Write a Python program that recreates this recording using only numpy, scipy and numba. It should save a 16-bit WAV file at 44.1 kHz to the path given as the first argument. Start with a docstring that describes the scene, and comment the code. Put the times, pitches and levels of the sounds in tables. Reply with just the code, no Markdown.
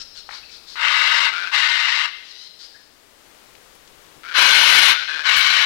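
"""Scarlet macaws in palm forest. Over leaf hiss and wind rumble a far bird yelps and whistles; fronds snap.
From 0.75 s a near bird gives two harsh screams joined by a creaking growl: uneven syrinx pulses ring its
throat, and each scream surges, brightens as the beak opens and dulls as it shuts. The far bird whines at
2.2 s, then yelps and whistles. From 4.2 s come more growls and a second pair of screams, the loudest
overloading the microphone. The trees echo throughout. All is on the left; the right has only faint hiss."""
import sys
import numpy as np
from scipy import signal
from scipy.fft import rfft, irfft
from scipy.io import wavfile
from scipy.ndimage import uniform_filter1d
from numba import njit

SR = 44100
rng = np.random.default_rng(int(sys.argv[2]) if len(sys.argv) > 2 else 0)


def generate_wav(sig):
    """Save sig (samples, or channels by samples) to the path in sys.argv[1] as 16-bit PCM at SR."""
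    pcm = np.round(np.clip(np.atleast_2d(sig).T, -1, 1) * 32767).astype(np.int16)
    wavfile.write(sys.argv[1], SR, pcm)


N = 249165
T = np.arange(N) / SR


def undb(db):
    """Decibels to gain."""
    return 10 ** (np.asarray(db) / 20)


def unit(x):
    """Scale to rms 1."""
    return x / np.sqrt(np.mean(x ** 2) + 1e-18)


def steady(x):
    """Hold the 40 ms rms at 1, keeping the fast rasp."""
    return x / np.sqrt(uniform_filter1d(x ** 2, SR // 25) + 1e-12)


def curves(rows):
    """Linear interpolation over T, one curve a column."""
    times, *columns = np.transpose(rows)
    return [np.interp(T, times, column) for column in columns]


def butter(x, hz, kind, order=2):
    """Butterworth low-, high- or band-pass."""
    return signal.sosfilt(signal.butter(order, np.minimum(hz, .45 * SR), kind, fs=SR, output="sos"), x)


def walk(n, hz):
    """Random drift, rms 1, low-passed at hz."""
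    return unit(butter(rng.standard_normal(n + SR), hz, "low")[SR:])


def colour(x, points, size=2048):
    """Minimum-phase filter through (f/Hz, gain/dB) points."""
    hz, db = np.transpose(points)
    bin_hz = np.arange(size // 2 + 1) * SR / size
    gain = undb(np.interp(np.log(bin_hz + 1), np.log(hz), db))
    cepstrum = irfft(np.log(gain))
    cepstrum[1:size // 2] *= 2
    cepstrum[size // 2 + 1:] = 0
    return signal.oaconvolve(x, irfft(np.exp(rfft(cepstrum))))[:len(x)]


@njit
def resonate(x, hz, width_hz):
    """State-variable band-pass, unity gain at its moving centre."""
    y, band_state, low_state = np.empty(len(x)), 0., 0.
    for i in range(len(x)):
        g, damping = np.tan(np.pi * hz[i] / SR), width_hz / hz[i]
        band = (band_state + g * (x[i] - low_state)) / (1 + g * (g + damping))
        band_state = 2 * band - band_state
        low_state += 2 * g * band
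        y[i] = damping * band
    return y


def throat(x, resonances, stretch, waver=.023, waver_db=2.5, waver_hz=22):
    """Add wavering resonances, their centres scaled together by stretch."""
    out = x
    for hz, width_hz, db in resonances:
        centre_hz = hz * stretch * (1 + waver * walk(len(x), waver_hz))
        gain = undb(db + waver_db * walk(len(x), waver_hz))
        out = out + gain * resonate(x, centre_hz, float(width_hz))
    return out


def span(start_s, length_s):
    """Sample mask of an event and its age in s."""
    on = (T >= start_s) & (T < start_s + length_s)
    return on, T[on] - start_s


def note(start_s, length_s, first_hz, last_hz):
    """Sample mask, rounded envelope and linear glide of a short event."""
    on, age = span(start_s, length_s)
    progress = age / length_s
    swell = np.sqrt(np.abs(np.sin(np.pi * progress)))
    return on, swell, first_hz + (last_hz - first_hz) * progress


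def fade(x, edge_s=.0023):
    """Taper both ends: the air flow starts and stops."""
    return x * signal.windows.tukey(len(x), min(1, 2 * edge_s * SR / len(x)))


# Leaf hiss spectrum: f/Hz, gain/dB
LEAF_SPECTRUM = [(60, -9), (120, 0.5), (300, -1), (480, 0), (700, -3), (1500, -4), (3400, -6.5),
                 (8800, -13), (15500, -18)]
# Breeze: t/s, level/dB
BREEZE_LEVEL = [(0, -56.5), (1, -52), (2, -58), (2.9, -55.5), (3.45, -51.5), (4.2, -51.5), (5.65, -56.5)]


def forest():
    """Leaf hiss swells with the breeze and flickers slightly."""
    db, = curves(BREEZE_LEVEL)
    hiss = unit(colour(rng.standard_normal(N), LEAF_SPECTRUM))
    return hiss * undb(db + .5 * walk(N, hz=2.1))


# Air rumble: t/s, level/dB
RUMBLE_LEVEL = [(0, -49.5), (1.2, -56), (1.7, -64.5), (3.6, -52.5), (5.65, -57)]
# Air puffs: t/s, length/s, level/dB, cutoff/Hz
AIR_PUFFS = [(-.02, 0.065, -38, 44.7), (4.153, 0.037, -43.5, 130), (4.897, 0.035, -38, 119.9),
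             (5.359, 0.041, -35, 80)]


def wind():
    """Air rumbles on the microphone, with a few stronger puffs."""
    db, = curves(RUMBLE_LEVEL)
    rumble = butter(rng.standard_normal(N), 58, "low")
    out = undb(db) * unit(butter(rumble, 4.4, "high"))
    for start_s, length_s, db, hz in AIR_PUFFS:
        on, swell, _ = note(start_s, length_s, hz, hz)
        puff = unit(butter(rng.standard_normal(N), hz, "low"))
        out[on] += undb(db) * swell * puff[on]
    return out


# Far voice spectrum: f/Hz, gain/dB
FAR_SPECTRUM = [(600, -33), (1400, -2), (2600, -4), (3400, 4.5), (4400, 4.5), (5300, 5), (6500, -4),
                (9000, -14), (15000, -38)]


def hoarse(hz, rough, throat_hz, wobble, wobble_hz=300, width_hz=800, boost_db=3):
    """Far voice: unsteady harmonics and pulsing air, with one resonance near 0.97 * throat_hz."""
    pitch_hz = hz * (1 + wobble * rough * walk(len(hz), wobble_hz))
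    phase = 2 * np.pi * np.cumsum(pitch_hz) / SR
    harmonics = unit(sum(np.cos(k * phase) for k in range(1, 7)))
    air = rng.standard_normal(len(hz)) * (1 + np.cos(phase))
    voice = colour((1 - rough) * harmonics + rough * air, FAR_SPECTRUM)
    return unit(throat(voice, [(throat_hz, width_hz, boost_db)], stretch=.97))


# Yelps: t/s, length/s, level/dB, roughness/0-1, nominal throat f/Hz
FAR_YELPS = [(-.04, 0.078, -34, 0.69, 5400), (0.147, 0.067, -39, 0.6, 4260), (0.296, 0.097, -39, .85, 4440),
             (.489, .098, -43.5, 0.83, 4480), (0.666, .094, -40.5, 0.86, 4400),
             (2.587, 0.088, -41, 0.9, 4800)]


def yelps(first_hz=1726, last_hz=1214):
    """The far bird's short, hoarse, falling calls."""
    out = np.zeros(N)
    for start_s, length_s, db, rough, throat_hz in FAR_YELPS:
        on, swell, hz = note(start_s, length_s, first_hz, last_hz)
        out[on] += undb(db) * swell * hoarse(hz, rough, throat_hz, wobble=.057)
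    return out


# Tree echo bands: f/Hz, t60/s
ECHO_BANDS = [(700, 1), (1800, 0.89), (4000, 0.95), (9000, 0.35)]


def trees(x, build_s=.004, grain_db=5.3):
    """Trunks and leaves scatter a grainy echo that dies band by band."""
    t = T[:SR]
    scatter = rng.standard_normal(SR) * undb(grain_db * rng.standard_normal(SR))
    tail = sum(butter(scatter, [hz * .49, hz * 1.474], "band") * undb(-60 * t / t60_s)
               for hz, t60_s in ECHO_BANDS)
    tail *= 1 - np.exp(-t / build_s)
    return signal.fftconvolve(x, unit(tail) / np.sqrt(SR))[:N]


# Frond snaps: t/s, level/dB, centre f/Hz, decay/s
FROND_SNAPS = [(.29, -28.5, 1500, 0.0052), (0.308, -36.5, 1520, 0.014), (.326, -40, 1800, 0.053),
               (0.755, -32.5, 1390, 0.0039), (3.552, -45.5, 3500, 0.0049), (3.75, -52, 8000, .008),
               (3.875, -50, 4800, .01), (5.364, -30.5, 10300, 0.039)]


def fronds(rise_s=.00028):
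    """Stiff leaves snap in short, dry bursts."""
    out = np.zeros(N)
    for start_s, db, hz, decay_s in FROND_SNAPS:
        on, age = span(start_s, 10 * decay_s)
        burst = unit(butter(rng.standard_normal(len(age)), [hz * .5, hz * 1.5], "band", order=3))
        envelope = np.exp(-age / decay_s) * (1 - np.exp(-age / rise_s))
        out[on] += undb(db) * envelope * burst
    return out


# Whistles: t/s, length/s, first f/Hz, last f/Hz, level/dB
FAR_WHISTLES = [(0.425, 0.024, 2690, 2590, -45), (0.487, 0.026, 2370, 2430, -52),
                (2.74, 0.035, 1640, 1810, -49)]


def whistles(wobble=.05, wobble_hz=300):
    """The far bird's soft, unsteady gliding tones."""
    out = np.zeros(N)
    for start_s, length_s, first_hz, last_hz, db in FAR_WHISTLES:
        on, swell, hz = note(start_s, length_s, first_hz, last_hz)
        hz *= 1 + wobble * walk(len(hz), wobble_hz)
        out[on] += undb(db) * swell * unit(np.sin(2 * np.pi * np.cumsum(hz) / SR))
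    return out


def syrinx(hz, jitter, scatter_db, rasp, puff_s):
    """Membranes slap shut at uneven intervals; a puff of turbulence follows each slap."""
    n = len(hz)
    timing, strength = rng.standard_normal((n // 10, 2)).T
    cycles = np.cumsum(hz) / SR
    spread = np.interp(np.arange(len(timing)), cycles, jitter)
    slap_cycles = np.cumsum(np.exp(spread * timing - spread ** 2 / 2))
    heard = slap_cycles < cycles[-1]
    slap_samples = np.searchsorted(cycles, slap_cycles[heard])
    pulses = np.bincount(slap_samples, undb(scatter_db * strength[heard]), n)
    puffs = signal.lfilter([1], [1, -np.exp(-1 / (puff_s * SR))], pulses) * rng.standard_normal(n)
    slaps = butter(unit(pulses), 9200, "low", order=3)  # finite closing time
    return slaps + rasp * unit(puffs)


def perch_echo(x, db, decay_s=.023):
    """Early echoes off nearby fronds smear the slaps and comb the spectrum."""
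    t = T[:SR // 25]
    spray = rng.standard_normal(len(t)) * np.exp(-t / decay_s) * (t > .001)
    return x + undb(db) * signal.fftconvolve(x, spray / np.linalg.norm(spray))[:len(x)]


def breath_db(age, length_s, attack_s, release_s, edge_db):
    """One push of air: rise from edge_db, hold at 0, fall back."""
    rising = np.maximum(1 - age / attack_s, 0) ** 1.5
    falling = np.maximum(1 - (length_s - age) / release_s, 0)
    return edge_db * (rising + falling)


def effort(x, db, bright_db, split_hz=2500):
    """Air pressure sets the level; bright_db sets the upper band against the lower."""
    low = signal.sosfiltfilt(signal.butter(4, split_hz, fs=SR, output="sos"), x)
    return undb(db) * (steady(low) + undb(bright_db) * steady(x - low))


# Screams: t/s, length/s, attack/s, beak opening/s, held low-band level/dB, surge/dB,
# mouth ring/dB, upper band/dB, high hiss/dB (these three at full, re low band), first mouth f/Hz
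NEAR_SCREAMS = [(.755, .578, 0.098, .15, -25, 1.5, 3.3, 2.56, -28, 2054),
                (1.513, .595, .035, .04, -30, 8.05, 5.56, 4.3, -27.5, 2120),
                (4.338, .631, .045, .18, -21.5, 4.47, 3.1, 6.1, -7.5, 2210),
                (5.235, .58, 0.033, 0.059, -24.5, 2.5, 2.4, 4.14, -19.5, 2260)]
# Scream spectrum: f/Hz, gain/dB
SCREAM_SPECTRUM = [(88, -110), (150, -52), (352, -59.5), (530, -15.5), (668, -23.5), (1090, -2.5),
                   (1730, 0), (2100, -3.5), (2550, -2), (2810, -3), (3280, -4), (4060, -5), (6470, -24),
                   (7270, -21), (15500, -44.5)]
# Throat resonances, beak open, mouth at mouth_ref_hz: f/Hz, width/Hz, gain/dB
OPEN_FORMANTS = [(950, 170, 1), (1450, 290, -0.5), (2107, 225, 3), (2856, 246, 3.5), (3916, 320, 0),
                 (5400, 1240, 2.5)]
# Peaks in the high hiss: f/Hz (before stretch), width/Hz, gain/dB
HISS_PEAKS = [(7400, 550, 5), (9850, 470, -5), (12800, 410, -13)]


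def screams(slap_hz=680, loud_db=-24, db_per_octave=20, jitter=.3, surge_s=.11, shut_s=.08,
            mouth_ref_hz=2023, sag_hz_per_s=240, quiver_db=1.42, quiver_hz=14):
    """Chaotic slaps crowd together as the bird pushes harder; throat and mouth ring."""
    out = np.zeros(N)
    for (start_s, length_s, attack_s, open_s, held_db, surge_db,
         ring_db, bright_db, hiss_db, first_hz) in NEAR_SCREAMS:
        on, age = span(start_s, length_s)
        n = len(age)
        # A shut beak favours the low band.
        shut = 1 - (1 - np.exp(-age / open_s)) * np.minimum((length_s - age) / shut_s, 1)
        db = held_db + surge_db * np.exp(-age / surge_s) + 1.16 * shut
        db += breath_db(age, length_s, attack_s, release_s=.052, edge_db=-17)
        mouth_hz = (first_hz - sag_hz_per_s * age) * (1 + .019 * walk(n, quiver_hz))
        octaves = np.minimum(db - loud_db, 0) / db_per_octave + .15 * walk(n, hz=30)
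        chaos = np.minimum(jitter * np.exp(.5 * walk(n, hz=20)), .7)
        slaps = syrinx(slap_hz * 2 ** octaves, chaos, scatter_db=-.5, rasp=.53, puff_s=.0025)
        source = perch_echo(slaps, db=-3.5)
        voice = throat(colour(source, SCREAM_SPECTRUM), OPEN_FORMANTS, (mouth_hz / mouth_ref_hz) ** .5)
        ring = resonate(voice, mouth_hz, width_hz=420.)
        # A high hiss rides on each scream, strongest as overload fizz in the loudest.
        treble = butter(source, [7200, 11500], "band")
        hiss = unit(throat(treble, HISS_PEAKS, stretch=.9, waver=.018))
        ring_gain = undb(db + ring_db - 7 * shut + quiver_db * walk(n, quiver_hz))
        hiss_gain = undb(db + hiss_db - 12 * shut)
        body = effort(voice - ring, db, bright_db - 7 * shut)
        out[on] += fade(body + ring_gain * steady(ring) + hiss_gain * hiss)
    return out


# Growls: t/s, length/s, level/dB, swell/dB, upper band/dB re low band,
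# first throat f/Hz, last throat f/Hz, slap rate/Hz, jitter/fraction
NEAR_GROWLS = [(1.323, .19, -29.5, -3.5, -7, 1470, 1590, 186.8, .13),
               (4.227, 0.13, -36, 13.5, -8, 1430, 1580, 160, 0.27),
               (4.931, 0.13, -29.5, -4, -8, 1500, 1540, 195.6, .29),
               (5.072, 0.17, -29, 0, -6, 1620, 1632, 157.2, .08)]
# Growl spectrum: f/Hz, gain/dB
GROWL_SPECTRUM = [(200, -29.5), (420, -23.5), (800, -18.5), (1050, -13.5), (1500, -7), (2000, -8),
                  (2900, -9), (4200, -7), (5600, -15.5), (7200, -28), (15500, -41)]
# Throat resonances, beak nearly shut, tuning at throat_ref_hz: f/Hz, width/Hz, gain/dB
SHUT_FORMANTS = [(1606, 113, 13.7), (2520, 120, 7), (3450, 67, 1.5)]


def growls(throat_ref_hz=1651):
    """The syrinx slows to a creak of separate slaps behind a nearly shut beak."""
    out = np.zeros(N)
    for start_s, length_s, level_db, swell_db, bright_db, first_hz, last_hz, hz, jitter in NEAR_GROWLS:
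        on, age = span(start_s, length_s)
        n, progress = len(age), age / length_s
        db = level_db + swell_db * (progress - .5)
        db += breath_db(age, length_s, attack_s=.016, release_s=.034, edge_db=-7)
        throat_hz = first_hz + (last_hz - first_hz) * progress  # climbs as the beak starts to open
        slaps = syrinx(np.full(n, hz), np.full(n, jitter), scatter_db=1.8, rasp=.45, puff_s=.002)
        source = colour(perch_echo(slaps, db=-5.5), GROWL_SPECTRUM)
        voice = throat(source, SHUT_FORMANTS, throat_hz / throat_ref_hz, waver_db=-1)
        out[on] += fade(effort(voice, db, bright_db))
    return out


# Whine contour: t/s, f/Hz, level/dB
FAR_WHINE = [(2.245, 1269, -49), (2.295, 1083, -44), (2.33, 938, -42), (2.365, 976, -44.5),
             (2.43, 1020, -42.5), (2.48, 1060, -45.5)]


def whine(crack_db=1.5, crack_hz=35):
    """The far bird's longer, cracking call dips in pitch and climbs again."""
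    out = np.zeros(N)
    on = (T >= FAR_WHINE[0][0]) & (T <= FAR_WHINE[-1][0])
    hz, db = (curve[on] for curve in curves(FAR_WHINE))
    gain = undb(db + crack_db * walk(len(hz), crack_hz))
    out[on] = gain * fade(hoarse(hz, rough=.55, throat_hz=4200, wobble=.025))
    return out


def scene():
    """Left: all sources and their echoes. Right: faint leaf hiss."""
    near = screams() + growls() + fronds()
    far = yelps() + whine() + whistles()
    echoed = near + undb(-15) * trees(near) + undb(-1) * far + undb(-6.5) * trees(far)
    left = undb(5) * (echoed + forest() + wind())
    right = undb(-8) * forest()
    return np.array([left, right])


# Recorder bass roll-off: f/Hz, gain/dB
BASS_ROLLOFF = [(80, -12.5), (170, -6.5), (330, 0.5)]


def record(dry, ceiling=.74, top_hz=15830):
    """The input rounds off the tallest peaks; the bass is thinned and the top cut."""
    clipped = dry / (1 + (dry / ceiling) ** 6) ** (1 / 6)
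    thinned = np.array([colour(channel, BASS_ROLLOFF) for channel in clipped])
    return signal.sosfilt(signal.ellip(12, .1, 90, top_hz, fs=SR, output="sos"), thinned)


dry = scene()
out = record(dry)
generate_wav(out)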